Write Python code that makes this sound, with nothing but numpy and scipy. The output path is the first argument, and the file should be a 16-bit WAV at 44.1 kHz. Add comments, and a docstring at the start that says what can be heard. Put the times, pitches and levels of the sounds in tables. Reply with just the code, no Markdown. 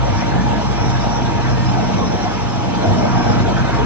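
"""A double-shaft shredder chews paper and card in a steel hopper, heard from above through two close ports.
From the start the drive hums and its gears whine, as sums of wavering sine tones; scraps rumble, crunch,
rasp and hiss as coloured noise in the ringing hopper, with short noise bursts, squealing cutter modes and
gliding squeaks. Around 2.5 s the deep drone and the crunch sink as the load lightens; near 2.9 s a fresh
armful of card is seized and the roar swells."""
import sys
import numpy as np
from scipy import signal
from scipy.fft import rfft, irfft
from scipy.io import wavfile
from scipy.ndimage import uniform_filter1d

SR = 44100
rng = np.random.default_rng(int(sys.argv[2]) if len(sys.argv) > 2 else 0)


def wav_out(sig):
    """Save sig, one row per channel (or a flat mono array), as 16-bit PCM at SR to the path in sys.argv[1]."""
    wavfile.write(sys.argv[1], SR, np.round(np.clip(np.atleast_2d(sig).T, -1, 1) * 32767).astype(np.int16))


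N = 169785
T, HZ = np.arange(N) / SR, np.fft.rfftfreq(N, 1 / SR)


# load on the cutters, layer levels before trim: time_s, rumble_db, crunch_db, rasp_db
LOAD = [(0, -28, -24.5, -30), (0.2, -23, -27.5, -29), (0.45, -20.5, -25.5, -31.5), (0.7, -24.5, -27, -31.5),
        (0.9, -23.5, -25, -31), (1.08, -25, -27, -30.9), (1.35, -22, -25, -31.5), (1.6, -24, -28, -31),
        (1.85, -21.5, -24, -31.5), (2.1, -22, -25.5, -32), (2.3, -24.5, -26.5, -30.5),
        (2.5, -24.5, -29, -33.5), (2.78, -21, -26, -30.5), (2.92, -18, -21, -30.5),
        (3.1, -20, -23.3, -27.5), (3.3, -19.5, -24.5, -28), (3.52, -21, -23, -29.5), (3.85, -21, -25, -28)]
# layer spectra before the hopper, shape only: freq_hz, density_db_per_hz
RUMBLE_SPECTRUM = [(20, -62.5), (28, -37), (33, -14.5), (46, -11), (62, -4.5), (73, -8.5), (86, -8.5),
                   (100, -1.5), (140, -3.5), (160, -6), (180, -5.5), (205, -3.5), (245, -4), (268, -14),
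                   (325, -7.5), (400, -26.5), (700, -70.5)]
CRUNCH_SPECTRUM = [(200, -38), (330, -12), (400, -7.5), (450, -4), (520, -3), (600, -1.5), (720, -2),
                   (800, -2.5), (960, -2), (1100, -25.5), (2000, -68.5)]
RASP_SPECTRUM = [(500, -27), (900, -12), (1100, -0.5), (1350, -4.5), (1650, -8), (1900, -11), (2500, -12),
                 (4000, -39.5), (8000, -58.5)]
HISS_SPECTRUM = [(900, -21), (2000, -3), (2600, -0.5), (3300, -2), (4000, -0.5), (4900, -8.5), (6100, -5.5),
                 (6550, -9), (6800, -8), (7050, -8), (7450, -9), (7800, -29.5), (9500, -19.5), (10500, -42)]


def churn(body, rumble_trim_db=1.5, crunch_trim_db=1, rasp_trim_db=0, hiss_db=-35):
    """Scraps are crushed and torn: four layers of snaps ring the hopper, three of them following the load."""
    rumble_db, crunch_db, rasp_db = curve(LOAD)

    def layer(spectrum, level_db, flicker_db, grain):
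        """One snap layer, coloured by its spectrum and the hopper, flickering in level."""
        level = amp(level_db + flicker_db * drift(30))
        colour = body * amp(across(spectrum, HZ)[0])
        return level * ports(grain, colour)

    crushing = snaps(per_s=500, spread_db=0.0, share=0.12)
    crushing = patchy(crushing, patch_db=1.6, patch_hz=220, patch_s=0.062)
    tearing = snaps(per_s=1000, spread_db=0.0, share=0.2)
    tearing = patchy(tearing, patch_db=2.0, patch_hz=218, patch_s=0.063)
    rustling = snaps(per_s=2000, spread_db=1.0, share=0.12)
    rustling = patchy(rustling, patch_db=2.5, patch_hz=150, patch_s=0.032)
    thudding = snaps(per_s=760, spread_db=3.0, share=0.15)

    out = layer(RUMBLE_SPECTRUM, rumble_db + rumble_trim_db, flicker_db=0.07, grain=thudding)
    out += layer(CRUNCH_SPECTRUM, crunch_db + crunch_trim_db, flicker_db=1.32, grain=crushing)
    out += layer(RASP_SPECTRUM, rasp_db + rasp_trim_db, flicker_db=0.26, grain=tearing)
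    out += layer(HISS_SPECTRUM, hiss_db, flicker_db=0.77, grain=rustling)
    return out


def snaps(per_s, spread_db, share):
    """Random snaps, sized by an exponential spread in dB, over a smooth wash; share is the snaps' power part."""
    size = amp(spread_db * np.minimum(rng.exponential(1, N), 4))
    size = size * (rng.random(N) < per_s / SR)
    share = np.clip(share, 0, 1)
    sparse = unit(size * rng.standard_normal((2, N)))
    wash = rng.standard_normal((2, N))
    return np.sqrt(share) * sparse + np.sqrt(1 - share) * wash


def patchy(noise, patch_db, patch_hz, patch_s):
    """Each scrap tears at its own pitch: the level varies in patches of time and frequency."""
    window, hop = 1024, 256
    z = signal.stft(noise, nperseg=window, noverlap=window - hop)[2]
    per_hz = np.fft.fftfreq(z.shape[1], SR / window)
    per_s = np.fft.fftfreq(z.shape[2], hop / SR)
    bins, frames = np.meshgrid(per_hz, per_s, indexing="ij")
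    smooth = np.exp(-2 * ((bins * patch_hz) ** 2 + (frames * patch_s) ** 2))
    field = unit(np.fft.ifft2(np.fft.fft2(rng.standard_normal(z.shape[1:])) * smooth).real)
    return signal.istft(z * amp(patch_db * field), nperseg=window, noverlap=window - hop)[1][:, :N]


# drive tone levels before trim: time_s, drone_db, hum_db
DRIVE = [(0, -20, -17.5), (0.22, -34, -27), (0.38, -25, -21.5), (0.62, -26, -28), (0.88, -27, -17.5),
         (1.12, -26, -27), (1.26, -31, -19.5), (1.38, -31, -27), (1.53, -28, -18), (1.75, -33, -21),
         (1.95, -36, -28), (2.2, -33, -35), (2.45, -37, -25), (2.6, -50, -25), (2.83, -35.5, -37),
         (3.05, -30, -19.5), (3.45, -32, -23), (3.85, -23, -22.5)]
DRONE_HZ, HUM_HZ = 56.17, 127.5
# growl of the frame under load, level relative to the rumble_db of LOAD
GROWL_HZ, GROWL_REL_DB = 181.1, -6.5
# gear whine levels before trim: time_s, lower_db, upper_db
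WHINE = [(0, -38, -31), (0.5, -31.5, -32.5), (0.8, -32.5, -38.5), (1.1, -31.5, -30.5), (1.35, -33, -30),
         (1.6, -39.5, -40.5), (1.8, -32, -40), (2.2, -30.5, -39), (2.7, -31, -36), (2.95, -36, -35.5),
         (3.3, -29, -32), (3.55, -39, -37), (3.85, -44, -27.5)]
# pitches of the two gear whines: lower_hz, upper_hz
WHINE_HZ = (830, 926)
# faint fluttering gear tones of constant mean level: pitch_hz, level_db, flutter_0_to_1
GEARS = [(1264, -56, 1), (1330, -46, 0.94), (1393, -50.5, 0.6), (1520, -48.5, 0.92), (1734, -52.5, 0.1),
         (3340, -59.5, 0)]


def drive(drone_trim_db=1.0, hum_trim_db=0.5, whine_trim_db=0.5):
    """Drive and gears as narrow tones: deep drone, hum, growl under load, whines and faint gear tones."""
    drone_db, hum_db = curve(DRIVE)
    growl_db = curve(LOAD)[0] + GROWL_REL_DB
    out = amp(drone_db + drone_trim_db) * tone(DRONE_HZ, flutter=0.061, flutter_rate=14, wander=0.0033)
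    out += amp(hum_db + hum_trim_db) * tone(HUM_HZ, flutter=0.17, flutter_rate=9.4, wander=0.0033)
    out += amp(growl_db) * tone(GROWL_HZ, flutter=0.35, flutter_rate=12, wander=0.0058)
    for pitch_hz, level_db in zip(WHINE_HZ, curve(WHINE)):
        out += amp(level_db + whine_trim_db) * tone(pitch_hz, flutter=0.42, flutter_rate=24, wander=0.0014)
    for pitch_hz, level_db, flutter in GEARS:
        out += amp(level_db) * tone(pitch_hz, flutter, flutter_rate=29.0, wander=0.0012)
    return out


def tone(pitch_hz, flutter, flutter_rate, wander):
    """One line of the drive, wavering in pitch and fluttering as the teeth mesh."""
    turns = np.cumsum(pitch_hz * (1 + wander * drift(2.52))) / SR
    shake = flutter * (drift(flutter_rate) + 1j * drift(flutter_rate)) / np.sqrt(2)
    wave = unit((1 + shake) * np.exp(2j * np.pi * (turns + rng.random())))
    _, lead_rad, tilt_db = across(PORTS, pitch_hz)
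    left = wave * amp(tilt_db / 2)
    right = wave * np.exp(-1j * lead_rad) * amp(-tilt_db / 2)
    return np.sqrt(2) * np.array([left, right]).real


BITE_RISE_S = 0.018
# bursts from low thuds to scrapes, plus a faint long gear-like tone near 1.7 kHz: start_s,
# level_db (before envelope), centre_hz, length_s (fall to 1/e, rise aside), width_octaves (standard deviation)
BITES = [(0.075, -14.5, 650, 0.026, .25), (0.082, -21, 104, 0.11, 0.13), (0.097, -46.5, 1693, .45, .01),
         (0.193, -33.5, 2150, 0.073, .2), (0.212, -24, 680, 0.03, .2), (0.308, -26, 1600, 0.029, .18),
         (0.331, -18.5, 730, 0.031, .3), (0.496, -29, 196, 0.09, 0.07), (.545, -32, 1970, .035, 0.33),
         (0.581, -21, 649, 0.03, 0.23), (0.787, -18, 119, 0.063, 0.34), (.80, -30.5, 1550, 0.03, 0.17),
         (0.938, -31, 1600, .06, .15), (1.175, -31, 1320, 0.058, 0.42), (1.208, -24, 198, 0.056, 0.75),
         (1.434, -26.5, 1250, 0.083, 0.5), (1.49, -18.5, 105, 0.14, .12), (1.76, -21, 680, 0.071, 0.22),
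         (1.799, -19.5, 200, 0.06, .22), (1.875, -21, 640, 0.049, 0.14), (1.974, -20, 684, 0.034, 0.37),
         (2.012, -23.5, 1070, 0.047, .07), (2.292, -31, 1350, 0.049, .15), (2.738, -29, 4200, 0.025, .35),
         (2.83, -16.5, 673, 0.055, 0.14), (2.84, -22, 443, 0.038, 0.36), (2.857, -13.5, 101, 0.081, 0.062),
         (2.962, -22, 670, 0.05, 0.18), (3.104, -28, 742, 0.21, 0.024), (3.182, -26.5, 110, 0.4, 0.075),
         (3.24, -21.5, 616, 0.11, 0.28), (3.253, -31, 1450, 0.075, 0.22), (3.326, -19, 204, 0.063, 0.047),
         (3.37, -25, 465, 0.037, 0.21), (3.435, -26.5, 1400, .035, 0.18), (3.556, -25, 1530, 0.076, 0.18),
         (3.59, -15, 150, 0.043, 0.4), (3.70, -25, 1410, 0.042, 0.13), (3.787, -20.5, 440, 0.073, 0.067)]


def bites(body):
    """Bursts of band noise that rise fast and die away: thuds, scrapes and one faint long gear-like tone."""
    out = np.zeros((2, N))
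    noise = rfft(ports(rng.standard_normal((2, N)), body))
    for start_s, level_db, centre_hz, length_s, width_octaves in BITES:
        age_s = np.maximum(T - start_s, 0)
        shape = np.minimum(age_s / BITE_RISE_S, 1) * np.exp(-(age_s / length_s) ** 2)
        band = np.exp(-0.5 * (np.log2((HZ + 1) / centre_hz) / width_octaves) ** 2)
        out += amp(level_db) * shape * unit(irfft(noise * band, N))
    return out


# rubbing levels of the two squeal groups before flicker: time_s, first_db, second_db
RUB = [(0, -54, -58), (.18, -36, -41), (.35, -51, -54), (.55, -48, -45), (.76, -38, -42), (.85, -38, -38.5),
       (1.15, -36, -46), (1.38, -44.5, -46), (1.5, -39.5, -42), (1.75, -46, -40.5), (2.0, -36.5, -44),
       (2.3, -43.5, -42.5), (2.55, -44, -43.5), (2.8, -46, -45), (3.05, -41, -41), (3.3, -43, -39),
       (3.48, -48, -47), (3.65, -49, -44.5), (3.85, -50, -46)]
# cutter modes, levels relative within a group: freq_hz, width_hz, level_db
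# first squeal group near 5.4-5.9 kHz, second near 5.0-5.5 kHz plus 6.7 kHz
FIRST_MODES = [(5430, 180, -12), (5554, 91, -2), (5720, 65, 0.5), (5900, 90, -9.5)]
SECOND_MODES = [(5020, 96, -5.5), (5240, 96, 3), (5450, 130, -4.5), (6670, 140, -8.5)]


def squeal(flicker_db=2.55, wander_hz=16):
    """Friction excites two groups of high cutter modes, which waver as the contact moves."""
    out, hz_axis = np.zeros((2, N)), np.fft.fftfreq(N, 1 / SR)
    for modes, level_db in zip((FIRST_MODES, SECOND_MODES), curve(RUB)):
        gain = sum(amp(mode_db) / (1 + (2 * (hz_axis - freq_hz) / width_hz) ** 2)
                   for freq_hz, width_hz, mode_db in modes)
        ring = np.fft.ifft(gain * np.fft.fft(rng.standard_normal((2, N))))
        ring = ring * np.exp(2j * np.pi * np.cumsum(wander_hz * drift(7.2)) / SR)
        out += amp(level_db + flicker_db * drift(17)) * ports(ring.real, 1)
    return out


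SQUEAKS_PER_S, SQUEAK_MEAN_S = 20, 0.1
SQUEAK_LOW_HZ, SQUEAK_HIGH_HZ = 1292, 4106
SQUEAK_MAX_GLIDE = 0.015  # fraction of pitch, up or down
# mid level at SQUEAK_HIGH_HZ, spread either way, slope with pitch
SQUEAK_TOP_DB, SQUEAK_SPREAD_DB, SQUEAK_DB_PER_OCTAVE = -47, 5.5, -6.5


def squeaks(jitter=0.012):
    """Scraps of card slip over the steel with short, rough, gliding squeaks at random times."""
    out, shake = np.zeros((2, N)), 1 + jitter * drift(120)
    count = int(SQUEAKS_PER_S * N / SR)
    for when, pitch, size, length, glide, side in rng.random((count, 6)):
        first = int(when * N)
        samples = SQUEAK_MEAN_S * (0.5 + length) * SR
        at = np.arange(first, min(N, int(when * N + samples)))
        progress = (at - first) / samples
        pitch_hz = SQUEAK_LOW_HZ * (SQUEAK_HIGH_HZ / SQUEAK_LOW_HZ) ** pitch
        bend = 1 + SQUEAK_MAX_GLIDE * (2 * glide - 1) * progress
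        phase_rad = 2 * np.pi * np.cumsum(pitch_hz * bend * shake[at]) / SR
        level_db = SQUEAK_TOP_DB + SQUEAK_SPREAD_DB * (2 * size - 1)
        level_db += SQUEAK_DB_PER_OCTAVE * np.log2(pitch_hz / SQUEAK_HIGH_HZ)
        lead_rad = across(PORTS, pitch_hz)[1] + 2 * (side - 0.5)
        out[:, at] += amp(level_db) * np.sin(np.pi * progress) * np.sin([phase_rad, phase_rad - lead_rad])
    return out


# hopper resonances: freq_hz, width_hz, lift_db
HOPPER = [(98, 8, 5), (108.2, 8.7, 4.5), (196.3, 6.1, 2.5), (210, 5.1, 5.5), (234.5, 13, 1.5),
          (279, 6.6, 8.5), (295.7, 7.2, 6), (377.5, 14, 7.5), (438.5, 24, 7.5), (475, 17.7, 6),
          (565, 16, 8), (612, 8.2, 9), (690, 30, 3.5), (731.5, 15, 4.5), (980, 28, 4), (2630, 74, 2.5),
          (3030, 120, 3.5), (3340, 130, 4.5)]


def hopper(ripple_db=2.0, ripple_hz=14):
    """Gain of the steel hopper: its main resonances and, above 500 Hz, a ripple of many small ones."""
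    lift = sum(lift_db / (1 + (2 * (HZ - freq_hz) / width_hz) ** 2) for freq_hz, width_hz, lift_db in HOPPER)
    ripple = unit(uniform_filter1d(rng.standard_normal(len(HZ)), max(2, int(ripple_hz * N / SR))))
    return amp(lift + ripple_db * ripple * np.clip(HZ / 1000 - 0.5, 0, 1))


# microphone ports: freq_hz, likeness_0_to_1, left_lead_rad, left_minus_right_db
PORTS = [(30, 0.85, 1.5, 8.5), (56.3, .998, 2, 3.5), (78.5, 0.94, 2.5, 11), (97.8, 0.99, 1.5, 0),
         (128, 1, 2.0, -1), (199, 1, 1.64, -1.1), (340, 0.97, 0.03, -.3), (463, 0.88, -1.56, 0),
         (611, 0.75, -2.5, 0), (651, 0.78, -1.2, -1.5), (766, 0.84, 0.3, 0), (830, 1, -1.58, -0.5),
         (958, 0.5, -1.4, -0.2), (900, 0.5, -0.46, -1), (1250, 0.87, -0.9, -0.5), (1740, 0.61, -0.55, 0.5),
         (2460, 0.1, -2, -0.5), (3620, 0.45, -2, -0.5), (4440, 0.06, -6.5, 0.5), (5200, 0.65, -3.5, -1),
         (5780, 0.74, -2.5, -0.5), (6130, 0.6, -1.5, 0.5), (7230, 0.88, -3, 1.5)]


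def ports(noise, gain):
    """Colours two unrelated signals and blends them into what the two ports hear, at rms 1."""
    same, lead_rad, tilt_db = across(PORTS, HZ)
    same = np.clip(same, 0, 1)
    left, other = rfft(noise)
    right = (same * left + np.sqrt(1 - same ** 2) * other) * np.exp(-1j * lead_rad)
    return unit(irfft(np.array([left * amp(tilt_db / 2), right * amp(-tilt_db / 2)]) * gain, N))


def drift(rate):
    """Slow random signal of rms 1, up to about rate changes a second."""
    lowpass = (HZ > 0) / (1 + (HZ / rate) ** 4)
    return unit(irfft(rfft(rng.standard_normal(N)) * lowpass, N))


def curve(table):
    """The columns of a time table at every sample."""
    time_s, *columns = np.transpose(table)
    return [np.interp(T, time_s, c) for c in columns]


def across(table, hz):
    """The columns of a frequency table at hz, interpolated over log frequency."""
    freq_hz, *columns = np.transpose(table)
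    return [np.interp(np.log(hz + 1), np.log(freq_hz + 1), c) for c in columns]


def amp(db):
    """Decibels to gain."""
    return 10 ** (np.asarray(db) / 20)


def unit(x):
    """Scales to rms 1."""
    return x / np.sqrt(np.mean(abs(x) ** 2) + 1e-20)


def scene():
    """The whole machine."""
    body = hopper()
    return churn(body) + drive() + bites(body) + squeal() + squeaks()


EDGE_HZ = 10100


def record(dry):
    """The recorder's band limit: a steep low-pass."""
    lowpass = signal.firwin(511, EDGE_HZ, window=("kaiser", 9), fs=SR)
    return signal.oaconvolve(dry, lowpass[None], "same")


dry = scene()
out = record(dry)
wav_out(out)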